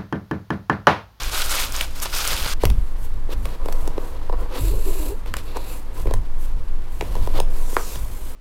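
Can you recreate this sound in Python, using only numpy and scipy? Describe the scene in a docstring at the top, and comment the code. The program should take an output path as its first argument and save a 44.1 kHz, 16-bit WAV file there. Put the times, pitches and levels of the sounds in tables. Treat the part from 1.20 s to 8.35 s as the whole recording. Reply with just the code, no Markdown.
"""A cotton lace is threaded through a new leather shoe, close to a microphone on a desk.
First, crumpled stuffing paper is pulled out and scrunched, and its creases crackle. Then the lace rubs
on the leather and rasps through the eyelets (the lace holes). Its hard tip and the fingers tap on the
hollow shoe, and the hands make the desk sway and thud. A quiet room hums behind it all."""
import sys
import numpy as np
from scipy import signal
from scipy.fft import rfft, irfft
from scipy.io import wavfile
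from scipy.ndimage import uniform_filter1d

SR = 44100
rng = np.random.default_rng(int(sys.argv[2]) if len(sys.argv) > 2 else 0)


def master_out(mix):
    """Clip the mix to full scale and print it as 16-bit PCM to the path in sys.argv[1]."""
    frames = np.transpose(np.atleast_2d(mix))
    ceiling = np.clip(frames, -1, 1)
    pcm = np.round(ceiling * 32767).astype(np.int16)
    wavfile.write(sys.argv[1], SR, pcm)


N = 315315

# the bright tone of a tiny click, for paper snaps and taps: (frequency [Hz], relative level [dB])
TICK_TONE = [(2500, -28), (5500, 14.5), (10000, 10.5), (16000, 0.5)]


def undb(db):
    """Turn decibels into a number to multiply by."""
    return 10 ** (np.asarray(db) / 20)


def unit(x):
    """Scale a signal so that its average size (rms) is 1."""
    return x / np.sqrt(np.mean(x ** 2))


def curves(table):
    """Join a table's timed points with straight lines: one curve for each column after the time."""
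    times, *columns = np.transpose(table)
    return [np.interp(np.arange(N) / SR, times, column) for column in columns]


def noise():
    """White noise: an even hiss."""
    return rng.standard_normal(N)


def drift(rate, size=8192):
    """A smooth random wobble of about size 1 that heads for a new value `rate` times a second."""
    hold = max(int(SR / rate), 1)
    steps = np.repeat(np.resize(rng.standard_normal(size), N // hold + 1), hold)
    return unit(uniform_filter1d(steps, hold)[:N])


def colour(x, tone, size=1024):
    """Shape a sound's lows and highs to follow a list of (frequency [Hz], level [dB]) points."""
    hz, db = np.transpose(tone)
    grid_hz = np.maximum(np.arange(size // 2 + 1) * SR / size, 1)
    gains = undb(np.interp(np.log(grid_hz), np.log(hz), db))
    # build the filter so that nothing sounds ahead of the click that causes it
    cepstrum = irfft(np.log(gains))
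    cepstrum[1:size // 2] *= 2
    cepstrum[size // 2 + 1:] = 0
    return signal.fftconvolve(x, irfft(np.exp(rfft(cepstrum))))[:len(x)]


def resonate(x, hz, width):
    """Ring at one pitch; a smaller width (in Hz) rings longer."""
    return signal.lfilter(*signal.iirpeak(hz, hz / width, fs=SR), x)


def resonate_twice(x, hz, width):
    """Ring twice over, so that less gets through away from the pitch."""
    return resonate(resonate(x, hz, width), hz, width)


def ring(x, modes):
    """An object rings at several pitches of its own, called modes."""
    return sum(undb(db) * resonate(x, hz, width) for hz, width, db in modes)


def band(x, lo_hz, hi_hz):
    """Keep the frequencies between two edges."""
    return signal.sosfilt(signal.butter(2, [lo_hz, hi_hz], "band", fs=SR, output="sos"), x)


def grains(rate, spread_db):
    """Tiny clicks, about `rate` a second: many small ones and a few large."""
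    sizes = undb(spread_db * np.minimum(rng.exponential(size=N), 6))
    return unit((rng.random(N) < rate / SR) * sizes * rng.choice([-1, 1], N))


def strokes(table, attack_s, release_s, rest_db):
    """A loudness curve per level column: each stroke rises, holds and fades; brief ones do so faster."""
    t = np.arange(0, N + 64, 64) / SR
    power = np.outer(undb(rest_db) ** 2, np.ones(len(t)))
    for start, end, *db in table:
        length = max(end - start, .005)
        rise = np.clip((t - start) / min(attack_s, .7 * length), 0, 1)
        fall = np.exp(-np.maximum(t - end, 0) / min(release_s, length / 2))
        power = power + np.outer(undb(db), rise * fall) ** 2
    return [np.interp(np.arange(N) / SR, t, np.sqrt(p)) for p in power]


def contact(scuff_ms, size=4096):
    """Two surfaces touch: a burst of tiny slips dies away, with a faint rustle after it."""
    ms = np.arange(size) * 1000 / SR
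    fade = np.exp(-ms / max(scuff_ms, .1)) + 0.019 * np.exp(-ms / 6.0)
    return rng.choice([-1, 1], size) * fade


def hit_level(x, db):
    """Scale a hit so that its first 10 ms have the given level."""
    return x * undb(db) / np.std(x[:SR // 100])


def paper(stop_s=1.341):
    """Creases buckle in dense showers while the sheets slide over each other; the sound stops short."""
    # grips, pulls and scrunches: (start [s], end [s], rustle [dB], crackle [dB])
    scrunches = [(-.03, .04, -31.5, -39.5), (.03, .13, -35, -40), (.225, .3, -32, -33.5),
                 (.43, .54, -37.5, -43), (.115, .225, -26.5, -30.5), (.29, .435, -25.5, -29.5),
                 (.525, .635, -31, -36.5), (.74, .93, -41, -44.5), (.813, .834, -30, -25),
                 (.845, .864, -26.5, -47), (.92, 1.13, -27, -31), (1.12, 1.335, -29, -34.5)]
    # the tones of the rustle and of the high crackle: (frequency [Hz], relative level [dB])
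    rustle_tone = [(180, -19.5), (330, -5.5), (800, -2.5), (1400, 2), (1950, -4), (2700, -0.5),
                   (5000, -2.5), (7000, -17.5), (11000, -45)]
    crackle_tone = [(3500, -36), (6500, 2.5), (8500, 2), (13000, 2.5), (16000, -7)]
    # single creases that snap: (time [s], level [dB])
    snaps = [(0.0345, -33.5), (.2945, -33), (.298, -34), (.309, -31), (0.353, -35), (0.523, -32.5),
             (0.5643, -28), (.801, -36), (.951, -31), (.9855, -32.5), (1.0762, -25)]
    rustle_gain, crackle_gain = strokes(scrunches, attack_s=0.024, release_s=0.023, rest_db=(-47, -52))
    # large folds click from low to high; small flat patches each rattle at a pitch of their own
    folds = grains(rate=2200, spread_db=3.0) * undb(1.6 * drift(rate=120))
    patch_hz = np.geomspace(350, 14000, 9)
    patches = sum(resonate(noise() * undb(2.8 * drift(rate=110)), hz, hz / 3) for hz in patch_hz)
    creases = unit(0.82 * folds + unit(patches))
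    sound = unit(colour(creases, rustle_tone)) * rustle_gain
    sound += unit(colour(creases, crackle_tone)) * crackle_gain
    for s, db in snaps:
        snap = colour(contact(scuff_ms=0.26), TICK_TONE)
        i = int(s * SR)
        sound[i:i + len(snap)] += hit_level(snap, db)
    return sound * np.clip((stop_s - np.arange(N) / SR) / 0.0047, 0, 1)


def room(air_db):
    """Soft ventilation noise and a low hum."""
    # the tone of the moving air: (frequency [Hz], relative level [dB])
    air_tone = [(25, 12.5), (70, 1.5), (120, -5), (250, 0), (500, -7.5), (760, -9), (1000, -7),
                (1350, -12.5), (2000, -17), (4000, -30), (8000, -31), (13000, -38), (16000, -63)]
    # the steady notes of the hum: (pitch [Hz], level [dB])
    hum_notes = [(49.3, -38), (99, -51)]
    t = np.arange(N) / SR
    hum = sum(np.sqrt(2) * undb(db) * np.sin(2 * np.pi * (hz * t + rng.random())) for hz, db in hum_notes)
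    air = unit(colour(noise(), air_tone, size=4096))
    return air * undb(air_db + .5 * drift(rate=6.9)) + hum


def echo(x, fade_s, level_db):
    """The short echo of a small furnished room; it falls by 60 dB in `fade_s`."""
    # the tone of the echo: (frequency [Hz], relative level [dB])
    echo_tone = [(100, -38), (400, 4.5), (1200, 7.5), (4000, 5), (16000, 6.5)]
    t = np.arange(SR // 2) / SR
    reflections = noise()[:len(t)] * np.exp(-np.log(1000) * t / fade_s) * np.clip(t / 0.006, 0, 1)
    tail = colour(reflections, echo_tone)
    return signal.fftconvolve(x, tail / np.linalg.norm(tail))[:N] * undb(level_db)


def desk():
    """The desk sways, rumbles and thuds under the hands and shakes the microphone."""
    # the hands lean on the desk: (start [s], end [s], sway [dB])
    leans = [(.05, .25, -22.5), (1.25, 2.1, -18), (2.35, 2.65, -14), (2.98, 3.17, -15.5), (3.47, 3.72, -14),
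             (4.75, 5.58, -15), (5.9, 6.42, -11.5)]
    # the shoe is shoved over the desk: (start [s], end [s], rumble [dB], thud [dB])
    shoves = [(1.09, 1.27, -42, -34), (1.42, 1.57, -15, -26), (1.78, 1.98, -30, -42),
              (2.14, 2.25, -24, -30.5), (2.6, 2.7, -31, -37), (3.08, 3.25, -26.5, -40),
              (3.39, 3.59, -19.5, -34), (3.77, 3.93, -28, -46), (4.08, 4.18, -38, -37),
              (4.75, 4.85, -32, -35), (4.85, 4.97, -21.5, -26), (5.78, 6.29, -30.5, -35),
              (6.75, 6.84, -34, -39)]
    # the desk's three ways of shaking: (frequency [Hz], width [Hz], relative level [dB])
    sway_modes = [(14.87, 4.67, 0)]
    rumble_modes = [(42.05, 13.6, 0)]
    thud_modes = [(62.9, 7.9, 3), (96.2, 32, -3.5), (131, 25, -12), (194, 50, -17.5)]
    sway, = strokes(leans, attack_s=0.12, release_s=.12, rest_db=(-23,))
    rumble, thud = strokes(shoves, attack_s=0.028, release_s=0.051, rest_db=(-37, -45))
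    out = 0
    for modes, gain in ((sway_modes, sway), (rumble_modes, rumble), (thud_modes, thud)):
        push = noise()
        motion = sum(undb(db) * resonate_twice(push, hz, width) for hz, width, db in modes)
        # even out chance swells, so that the hands set how strong the motion is
        power = np.abs(signal.hilbert(motion)) ** 2 / 2
        strength = np.sqrt(uniform_filter1d(power, int(.12 * SR)))
        out = out + motion / strength * gain
    return out


def taps(size=4096):
    """Each tap knocks the hollow shoe; hard ones add a clack and a bright tick."""
    # paper, lace tip, fingers and sole hit the shoe:
    # (time [s], knock [dB], rough pitch of the knock [Hz], clack [dB], tick [dB])
    hits = [(0.612, -36, 1210, -28.5, -29), (.856, -32, 1400, -36, -35), (1.261, -30, 1150, -26.5, -40),
            (1.435, -13.5, 570, -52, -36), (1.4535, -50, 830, -24, -25.5), (1.5012, -37, 700, -34.5, -36.5),
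            (2.09, -32.5, 475, -67, -64), (2.255, -33, 705, -35, -39), (2.458, -27, 547, -43.5, -44.5),
            (2.485, -26.5, 700, -38.5, -45), (2.525, -43, 1000, -37.5, -37), (2.676, -27.5, 537, -40, -37),
            (2.779, -21, 453, -41, -58), (3.096, -26, 770, -48, -58), (3.126, -30, 910, -47, -53),
            (4.06, -40, 644, -43.5, -51), (4.139, -29, 1180, -34.5, -35), (4.1675, -46, 1150, -32.5, -32.5),
            (4.369, -25, 880, -57, -40), (4.856, -26.5, 407, -55, -56), (4.871, -25.5, 465, -41.5, -47),
            (4.91, -23.5, 596, -42, -45.5), (4.938, -28, 905, -34, -33.5), (5.81, -26, 815, -28, -59),
            (5.823, -26, 420, -60, -51), (5.953, -30.5, 930, -44, -43.5), (5.965, -31.5, 576, -46, -69),
            (6.073, -26.5, 710, -42.5, -44), (6.188, -26, 644, -60, -63), (6.201, -20.5, 810, -30.5, -29.5),
            (6.529, -33, 484, -52, -46), (6.566, -18, 685, -34, -38), (6.757, -42, 616, -38, -46)]
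    # the hollow shoe when knocked: (pitch [Hz], width [Hz], relative level [dB])
    shoe_modes = [(306, 182, -0.5), (463, 186, 5.5), (640, 310, 0.5), (976, 112, 6.5), (1460, 270, -8),
                  (1770, 57, 3)]
    # the tone of the clack: (frequency [Hz], relative level [dB])
    clack_tone = [(700, 0), (1600, -1.5), (2700, 0.5), (4200, -5), (6000, -8.5), (10000, -24.5)]
    out = np.zeros(N + size)
    for s, knock_db, knock_hz, clack_db, tick_db in hits:
        # harder taps are shorter: 47 dB more clack halves the scuff
        hardness = (clack_db + 40) / 47
        scuff = contact(scuff_ms=2.03 / 2 ** hardness)
        # every spot on the shoe rings a little differently
        modes = [(hz * np.exp(.04 * rng.standard_normal()), width, db) for hz, width, db in shoe_modes]
        push = signal.unit_impulse(size) + 0.012 * scuff
        # neighbouring modes swing opposite ways, which spreads the blow in time
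        knock = ring(push, modes[::2]) - ring(push, modes[1::2])
        # softer taps reach only the low modes
        knock = band(knock, knock_hz * 0.45, knock_hz * 1.185)
        clack = hit_level(colour(scuff, clack_tone), clack_db)
        tick = hit_level(colour(scuff, TICK_TONE), tick_db)
        i = int(s * SR)
        out[i:i + size] += hit_level(knock, knock_db) + clack + tick
    return out[:N]


def lace_tip(size=4096):
    """The stiff tip of the lace strikes, rings briefly, then rattles as it settles."""
    # strikes of the tip: (time [s], pitch [Hz], level [dB])
    strikes = [(.6102, 2690, -21.5), (4.1402, 1450, -26.5), (5.8102, 1950, -28.5), (6.5672, 1290, -17)]
    out, t = np.zeros(N + size), np.arange(size) / SR
    for s, hz, db in strikes:
        rattle = 0.0083 * rng.choice([-1, 1], size) * np.exp(-t / 0.023)
        ping = resonate_twice(signal.unit_impulse(size) + rattle, hz, width=0.58 * hz)
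        i = int(s * SR)
        out[i:i + size] += hit_level(ping, db)
    return out[:N]


def friction():
    """Loudness curves for shoe body, scrape and hiss: fingers mostly sound the shoe, the lace hisses."""
    # fingers rub the shoe: (start [s], end [s], shoe body [dB], scrape on leather [dB])
    finger_rubs = [(1.39, 1.445, -41, -38.5), (2.09, 2.135, -35.5, -42), (2.23, 2.355, -41, -50.5),
                   (2.38, 2.86, -40.5, -57.5), (2.785, 3.08, -44, -57), (3.115, 3.142, -31, -57),
                   (3.16, 3.26, -36.5, -54), (3.28, 3.33, -36, -48.5), (3.325, 3.385, -31.5, -39),
                   (4.052, 4.09, -40.5, -46.5), (4.155, 4.2, -44, -40.5), (4.25, 4.55, -44.5, -50),
                   (4.34, 4.372, -31, -43), (4.735, 4.81, -41.5, -51), (4.86, 4.925, -38.5, -54),
                   (5.82, 6.13, -42.5, -51.5), (6.125, 6.185, -30.5, -40.5), (6.26, 6.5, -45, -57.5),
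                   (6.57, 6.6, -30.5, -51)]
    # the lace slides: (start [s], end [s], hiss of its fibres [dB])
    lace_slides = [(1.48, 1.72, -59), (1.755, 1.85, -49.5), (2.14, 2.3, -54), (2.42, 2.65, -51),
                   (2.76, 2.9, -51.5), (3.175, 3.215, -52), (3.335, 3.5, -38), (3.5, 3.6, -42),
                   (3.6, 3.885, -39), (4.21, 4.265, -52), (4.35, 4.44, -49.5), (4.43, 4.555, -42),
                   (4.71, 4.82, -47.5), (5.15, 5.245, -49), (5.67, 6.13, -51.5), (6.13, 6.18, -52),
                   (6.27, 7.12, -47), (6.45, 6.76, -42)]
    body, scrape = strokes(finger_rubs, attack_s=0.032, release_s=0.01, rest_db=(-53, -58.5))
    hiss, = strokes(lace_slides, attack_s=0.076, release_s=0.043, rest_db=(-67,))
    grip = undb(drift(rate=51))  # the grip is never quite steady
    body, scrape = body * grip, scrape * grip
    # a slide also brings some body and scrape, and a finger rub some hiss
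    return (np.hypot(body, hiss * undb(-2.5)),
            np.hypot(scrape, hiss * undb(-7)),
            np.hypot(hiss, scrape * undb(-6.5)))


def lace():
    """Cotton fibres catch and slip; lace and fingers hiss, scrape the leather and ring the shoe."""
    # the hollow shoe when rubbed: (pitch [Hz], width [Hz], relative level [dB])
    shoe_modes = [(335, 114, 2), (478, 70, 5.5), (670, 530, -6), (959, 90, -1)]
    # the tones of the leather's scrape and the fibres' hiss: (frequency [Hz], relative level [dB])
    scrape_tone = [(700, -45), (1500, 5), (2700, 6.5), (4300, 5.5), (6000, -4.5), (9000, -30.5)]
    hiss_tone = [(3500, -35), (6000, -4), (7600, 2.5), (9500, 2), (11500, 4), (14000, 1.5), (16000, -5)]
    # the lace runs tight through an eyelet: (start [s], end [s], share of ring [0-1], pitch [factor])
    tight_pulls = [(3.364, 3.965, 0.57, 0.95), (4.24, 4.58, 0.67, 0.93)]
    t = np.arange(N) / SR
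    body_gain, scrape_gain, hiss_gain = friction()
    catches = grains(rate=2300, spread_db=1.5)
    slips = unit(catches + 3.8 * noise()) * undb(1.43 * drift(rate=160))
    fingers = unit(grains(rate=660, spread_db=2.5) + 2.04 * noise())
    body = unit(band(ring(fingers, shoe_modes), 165, 1370)) * body_gain
    rub = unit(colour(slips, scrape_tone)) * scrape_gain + unit(colour(slips, hiss_tone)) * hiss_gain
    for start, end, share, pitch in tight_pulls:
        pulling = np.clip(np.minimum(t - start, end - t) / .03, 0, 1)
        tight_rub = 0.79 * (rub + eyelet(rub, pitch))
        rub = rub + share * pulling * (tight_rub - rub)
        body = body * (1 - 0.16 * pulling)  # a tight lace scuffs the shoe less
    rub = rub + last_pull_zip(width_hz=4100)
    return body + braid_rasp() + desk_reflection(rub)


def sole_bumps():
    """The rubber sole lands softly and the desk top booms."""
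    # the sole meets the desk: (time [s], relative level [dB])
    landings = [(1.455, -15), (1.516, -36), (3.411, -21.5), (3.517, -26.5), (6.77, -31.5)]
    # the desk top's ring: (pitch [Hz], width [Hz], relative level [dB])
    desk_modes = [(45.4, 3.6, 11), (94.1, 7.7, 7.5), (131, 8.9, -5), (170, 5.5, -25)]
    boom = band(ring(signal.unit_impulse(SR // 2), desk_modes), 20, 120)
    boom = boom / np.std(boom[:SR // 20])
    blows = np.zeros(N)
    for s, db in landings:
        blows[int(s * SR)] += undb(db - 2.5)
    return signal.fftconvolve(blows, boom)[:N]


def braid_rasp():
    """The lace's woven ridges tick unevenly over the eyelet's rim and set the shoe rasping."""
    # how fast the ridges pass the rim: (time [s], ticks a second [Hz])
    tick_rates = [(3.37, 331), (3.49, 301.8), (3.56, 455.6), (3.63, 387.2), (3.71, 313.3), (3.775, 369.5),
                  (3.82, 311.4), (3.87, 281.5), (3.915, 431)]
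    # hard tugs on the lace: (start [s], end [s], level [dB])
    tugs = [(3.36, 3.59, -34), (3.655, 3.71, -31.5), (3.72, 3.925, -34.5)]
    tick_hz, = curves(tick_rates)
    force, = strokes(tugs, attack_s=0.013, release_s=0.022, rest_db=(-100,))
    ridges_passed = np.cumsum(tick_hz * np.exp(0.13 * drift(rate=220))) / SR
    ticks = np.diff(np.floor(ridges_passed), prepend=0) * undb(3.2 * noise())
    rasp = ring(ticks, modes=[(346, 290, -3.5), (935, 110, -5.5)])
    return unit(band(rasp, 243, 590)) * force * undb(1.5 * drift(rate=30))


def eyelet(rub, pitch):
    """The hollows around the eyelet ring; each ring flutters as the lace passes."""
    # the eyelet's rings: (frequency before the pitch factor [Hz], width [Hz], relative level [dB])
    eyelet_modes = [(2810, 650, 3), (4360, 1700, 0.5), (7950, 1800, -2), (11800, 1200, 2.5),
                    (13900, 900, 2), (15500, 1000, 2.5)]
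    out = 0
    for hz, width, db in eyelet_modes:
        flutter_db = 2.2 * drift(rate=24)
        out = out + undb(db + flutter_db) * resonate_twice(rub, hz * pitch, width)
    return out


def desk_reflection(rub):
    """As the hand rises, the bounce off the desk comes later, so ripples sweep down through the hiss."""
    # the long last pull rises over the desk: (time [s], delay [ms], strength of the bounce [0-1])
    bounce_path = [(6.25, .3, 0), (6.4, .45, .2), (6.55, .62, .25), (6.75, .82, .28), (6.95, .95, .2),
                   (7.15, 1., .15)]
    t = np.arange(N) / SR
    delay_ms, strength = curves(bounce_path)
    bounce = np.interp(t - delay_ms / 1000, t, rub)
    return (rub + strength * bounce) / np.sqrt(1 + strength ** 2)


def last_pull_zip(width_hz):
    """A band of fibre hiss falls in pitch as the pulled length of lace grows."""
    # the path of the zip: (time [s], middle frequency [Hz], relative level [dB])
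    glide = [(6.28, 10600, -73), (6.35, 10000, -66), (6.47, 7830, -47), (6.6, 6900, -41.5),
             (6.7, 5950, -41), (6.77, 5330, -44), (6.84, 4900, -65)]
    hz, db = curves(glide)
    fibres = signal.sosfilt(signal.butter(2, width_hz / 2, fs=SR, output="sos"), noise())
    # multiplying by a tone moves the low noise up to that tone's pitch
    return unit(fibres * np.cos(2 * np.pi * np.cumsum(hz) / SR)) * undb(db - 1.0)


def scene():
    """Paper, lace and taps close by, over the desk's rumble and the room."""
    rubbing = paper() + lace()
    tapping = taps() + lace_tip()
    echoes = echo(rubbing, fade_s=0.073, level_db=-20.0) + echo(tapping, fade_s=0.23, level_db=-11.5)
    return (rubbing + tapping + echoes + sole_bumps() + desk() + room(air_db=-41.0))[None]


def record(dry):
    """The recorder rounds off the tallest peaks and cuts the highest treble."""
    ceiling, top_hz = .85, 16000
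    rounded = dry / (1 + (dry / ceiling) ** 10) ** (1 / 10)
    return signal.sosfilt(signal.ellip(10, .2, 80, top_hz, fs=SR, output="sos"), rounded)


dry = scene()
out = record(dry)
master_out(out)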